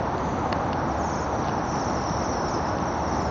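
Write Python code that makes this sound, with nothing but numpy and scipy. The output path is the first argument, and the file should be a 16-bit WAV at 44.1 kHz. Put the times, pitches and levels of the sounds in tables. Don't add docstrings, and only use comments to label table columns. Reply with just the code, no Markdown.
import sys
import numpy as np
from scipy import signal
from scipy.fft import rfft, irfft, next_fast_len
from scipy.io import wavfile
from scipy.ndimage import uniform_filter1d

SR = 44100
rng = np.random.default_rng(int(sys.argv[2]) if len(sys.argv) > 2 else 0)


def wav_out(sig):
    wavfile.write(sys.argv[1], SR, np.round(np.clip(np.atleast_2d(sig).T, -1, 1) * 32767).astype(np.int16))


def attenuation_scalar(level_db):
    decades = np.asarray(level_db, float) / 20
    return 10 ** decades


N = 145530


def evened(x):
    return x / np.sqrt(np.mean(x ** 2) + 1e-20)


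def read(points, hz):
    point_hz, db = np.transpose(points)
    return np.interp(np.log(hz + 1), np.log(point_hz + 1), db)


def add(mix, start_s, sound):
    at = round(start_s * SR)
    sound = sound[max(-at, 0):]
    part = mix[max(at, 0):][:len(sound)]
    part += sound[:len(part)]


def band(x, low_hz, high_hz, order=2):
    return signal.sosfilt(signal.butter(order, [low_hz, high_hz], "band", fs=SR, output="sos"), x)


def slow(size):
    once = uniform_filter1d(rng.standard_normal(4000), size)
    return evened(uniform_filter1d(once, size))


# frequency in Hz, level in dB per Hz.
ROAR_SPECTRUM = [(19, -40), (33, -8), (86, 1), (307, -0.5), (437, -4.5), (834, 0), (1290, -8.5),
                 (2730, -29), (4800, -38), (6240, -61.5), (10600, -120)]


def tyre_roar():
    frames, hz = N // 256 + 5, np.fft.rfftfreq(1024, 1 / SR)
    real, imaginary, drift = rng.standard_normal((frames, 513, 3)).T
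    sway = evened(uniform_filter1d(drift[0], size=40))
    patches = uniform_filter1d(drift, size=8, axis=0)
    patches = evened(uniform_filter1d(patches, size=14, axis=1))
    level_db = read(ROAR_SPECTRUM, hz)[:, None] + 0.64 * patches + 0.17 * sway
    roar = signal.istft((real + 1j * imaginary) * attenuation_scalar(level_db), nperseg=1024, noverlap=768)[1][:N]
    return attenuation_scalar(-29) * evened(roar)


def engine_hum():
    centre_hz, width_hz = 76, 9
    hum = band(rng.standard_normal(N), centre_hz - width_hz / 2, centre_hz + width_hz / 2, order=1)
    return attenuation_scalar(-43) * evened(hum)


def thin_hiss():
    return attenuation_scalar(-59) * evened(band(rng.standard_normal(N), 3200, 6200, order=4))


# centre in seconds, length in seconds, level in dB.
WING_RUSTLES = [
    (.25, .1, -57),
    (1.47, .04, -51),
]


def wing_rustles():
    time = np.arange(N) / SR
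    grain_db = 40 * uniform_filter1d(rng.standard_normal(N), size=100)
    grains = band(rng.standard_normal(N) * attenuation_scalar(grain_db), 2000, 4700)
    swell = sum(attenuation_scalar(db) * np.exp(-((time - centre_s) / length_s) ** 2)
                for centre_s, length_s, db in WING_RUSTLES)
    return evened(grains) * swell


# frequency in Hz, level in dB, 60 dB decay in seconds.
TWIG_MODES = [(1250, -2, .008), (1750, -2, .010), (2950, -2, .009), (3700, -5, .006), (4400, -2, .008),
              (5000, -2, .007), (6300, -4, .004)]
# start in seconds, peak level in dB, brightness in Hz.
TWIG_TICKS = [
    (.072, -38, 3500),
    (.1805, -28, 4300),
    (.271, -36, 4200),
    (.2902, -35, 3600),
    (.5243, -26, 3200),
    (1.484, -25, 5000),
    (1.495, -26, 3200),
    (2.160, -37, 6000),
    (2.7856, -28, 3800),
              (.5275, -14, 4900),
    (.5278, -14, 1400),
    (.5286, -21, 3000),
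    (.7303, -28, 4800),
    (.7314, -20, 3300),
    (.7350, -31, 3000),
    (1.465, -34, 3000),
    (1.475, -33, 4000),
    (1.099, -32, 3000),
    (1.756, -30, 3500),
]


def twigs():
    out, t = np.zeros(N), np.arange(1500) / SR
    crack_s, width_octaves = .0001, .7
    for start_s, peak_db, bright_hz in TWIG_TICKS:
        crack = (1 + 0.44 * rng.standard_normal(len(t))) * np.exp(-t / crack_s)
        ring = np.zeros(len(t))
        for hz, mode_db, t60_s in TWIG_MODES:
            off_db = 6 * (np.log2(hz / bright_hz) / width_octaves) ** 2
            ring += attenuation_scalar(mode_db - 60 * t / t60_s - off_db) * np.sin(2 * np.pi * hz * t)
        tick = signal.fftconvolve(crack, ring)[:len(t)]
        add(out, start_s, attenuation_scalar(peak_db) * tick / abs(tick).max())
    return out


def note(end_hz, glide_s, span_hz):
    hook_s, drop_s = .006, .0058
    t = np.arange(-glide_s, drop_s, 1 / SR)
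    left = np.clip(-t / glide_s, 0, 1)
    rise = np.clip((t + glide_s) / hook_s, 0, 1)
    after = np.clip(t / drop_s, 0, 1)
    gliding, dropping = t < 0, t > 0

    hz = end_hz + span_hz * left ** 1.2 - 600 * (1 - rise) ** 2 - 2300 * after
    hz = hz + 75 * slow(size=250)[:len(t)]

    flutter_db = 4.5 * np.clip(slow(size=110)[:len(t)], -2, 1) * gliding
    flutter_db = flutter_db + 1.5 * rng.standard_normal() * dropping
    level = attenuation_scalar(-left ** 2 - 9 * np.minimum(3 * after, 1) + flutter_db)
    rasp = 1 + .5 * dropping * slow(size=12)[:len(t)]
    fades = np.sin(np.pi / 2 * rise) * np.sqrt(1 - after ** 2)
    return fades * level * rasp * np.sin(2 * np.pi * np.cumsum(hz) / SR)


def trills(table, levels_db, glide_s, span_hz):
    out = np.zeros(N)
    for (first_s, gap_s, count, end_hz), db in zip(table, levels_db):
        for k, (late, wider, louder, higher) in enumerate(rng.standard_normal((count, 4))):
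            arch_db = -2.5 * (2 * (k + .5) / count - 1) ** 2 + 1.2 * louder
            whistle = note(end_hz + 50 * higher, glide_s, span_hz * (1 + 0.0905 * wider))
            add(out, first_s + k * gap_s + .0012 * late - glide_s, attenuation_scalar(db + arch_db) * whistle)
    return out


SHALLOW_GLIDE_S, SHALLOW_SPAN_HZ = .042, 860


def far_flock(count=60):
    when, pace, pitch, nearness = rng.random((count, 4)).T
    starts_s = N / SR * (np.arange(count) + when) / count - .2
    rows = zip(starts_s, .048 + .012 * pace, [6] * count, 5300 + 500 * pitch)
    return trills(rows, -60.5 + 5 * nearness, SHALLOW_GLIDE_S, SHALLOW_SPAN_HZ)


# end of first glide in seconds, note spacing in seconds, number of notes,
# pitch at the end of the glide in Hz.
SHALLOW_TRILLS = [(.035, .055, 3, 5500), (.736, .0625, 5, 5300), (1.021, .0555, 5, 6150),
                  (1.392, .051, 7, 5450), (1.673, .052, 6, 5350), (1.747, .051, 4, 5450),
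                  (1.969, .052, 6, 5450), (1.988, .053, 6, 5350), (2.280, .051, 5, 5300),
                  (2.304, .051, 6, 5400), (2.576, .054, 3, 5250), (2.610, .050, 3, 5300),
                  (2.733, .053, 4, 5450), (2.926, .055, 3, 5450), (3.092, .056, 4, 5400),
                  (3.086, .048, 5, 5250), (1.110, .051, 4, 5750), (1.300, .050, 3, 5600),
                  (1.432, .053, 4, 5500), (1.712, .043, 6, 5600), (2.225, .050, 3, 5650),
                  (2.495, .052, 2, 5300), (2.845, .050, 3, 5500)]
SHALLOW_LEVELS = [-51, -48, -41, -44, -41, -40, -39, -39.5, -40, -40.5, -43, -44, -44, -42, -41, -43, -47,
                  -46, -45, -43, -41, -41, -44]


def shallow_trills():
    return trills(SHALLOW_TRILLS, SHALLOW_LEVELS, SHALLOW_GLIDE_S, SHALLOW_SPAN_HZ)


# end of first glide in seconds, note spacing in seconds, number of notes,
# pitch at the end of the glide in Hz.
WIDE_TRILLS = [(.179, .054, 5, 5900), (.222, .050, 4, 5900), (.425, .052, 3, 5950), (.592, .054, 3, 5700),
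               (.925, .055, 2, 5600), (1.046, .0505, 5, 5400), (1.330, .054, 3, 5800),
               (1.697, .049, 5, 5850), (1.942, .053, 3, 5900), (2.535, .050, 2, 5600),
               (2.660, .052, 3, 5700), (3.015, .056, 3, 5600), (3.165, .056, 1, 5400),
               (3.208, .051, 3, 5900)]
WIDE_LEVELS = [-51, -49.5, -48.5, -50, -48, -43, -52, -50, -48, -42.5, -54, -49, -51, -47]


def wide_trills():
    return trills(WIDE_TRILLS, WIDE_LEVELS, glide_s=.052, span_hz=1420)


def echoes(x):
    t = np.arange(SR // 4) / SR
    hits = (rng.random(len(t)) < .03) * (t > .003)
    taps = rng.standard_normal(len(t)) * hits * attenuation_scalar(-60 * t / .3)
    return x + attenuation_scalar(-5.5) * signal.fftconvolve(x, taps / np.linalg.norm(taps))[:N]


def scene():
    traffic = tyre_roar() + engine_hum() + thin_hiss()
    tree = wing_rustles() + twigs()
    birds = echoes(far_flock() + shallow_trills() + wide_trills())
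    return (traffic + tree + birds)[None]


def band_limit(x):
    return signal.sosfilt(signal.butter(12, 9100, fs=SR, output="sos"), x)


# frequency in Hz, gain in dB.
MIC_RESPONSE = [(4500, 3), (6000, -4.5), (6600, -6.5), (7000, -10), (7400, -11), (7800, -65)]


def record(dry):
    size = next_fast_len(N + 4096)
    hz = np.fft.rfftfreq(size, 1 / SR)
    low_cut = hz ** 4 / (hz ** 4 + 40.0 ** 4)
    gain = attenuation_scalar(read(MIC_RESPONSE, hz)) * (hz < 8200) * low_cut
    heard = irfft(rfft(dry, size) * gain, size)[:, :N]
    mirrored = heard * np.cos(2 * np.pi * 16000 * np.arange(N) / SR)
    image = band(mirrored, 8400, 9150, order=4)
    return band_limit(heard + attenuation_scalar(-30) * image)


dry = scene()
out = record(dry)
wav_out(out)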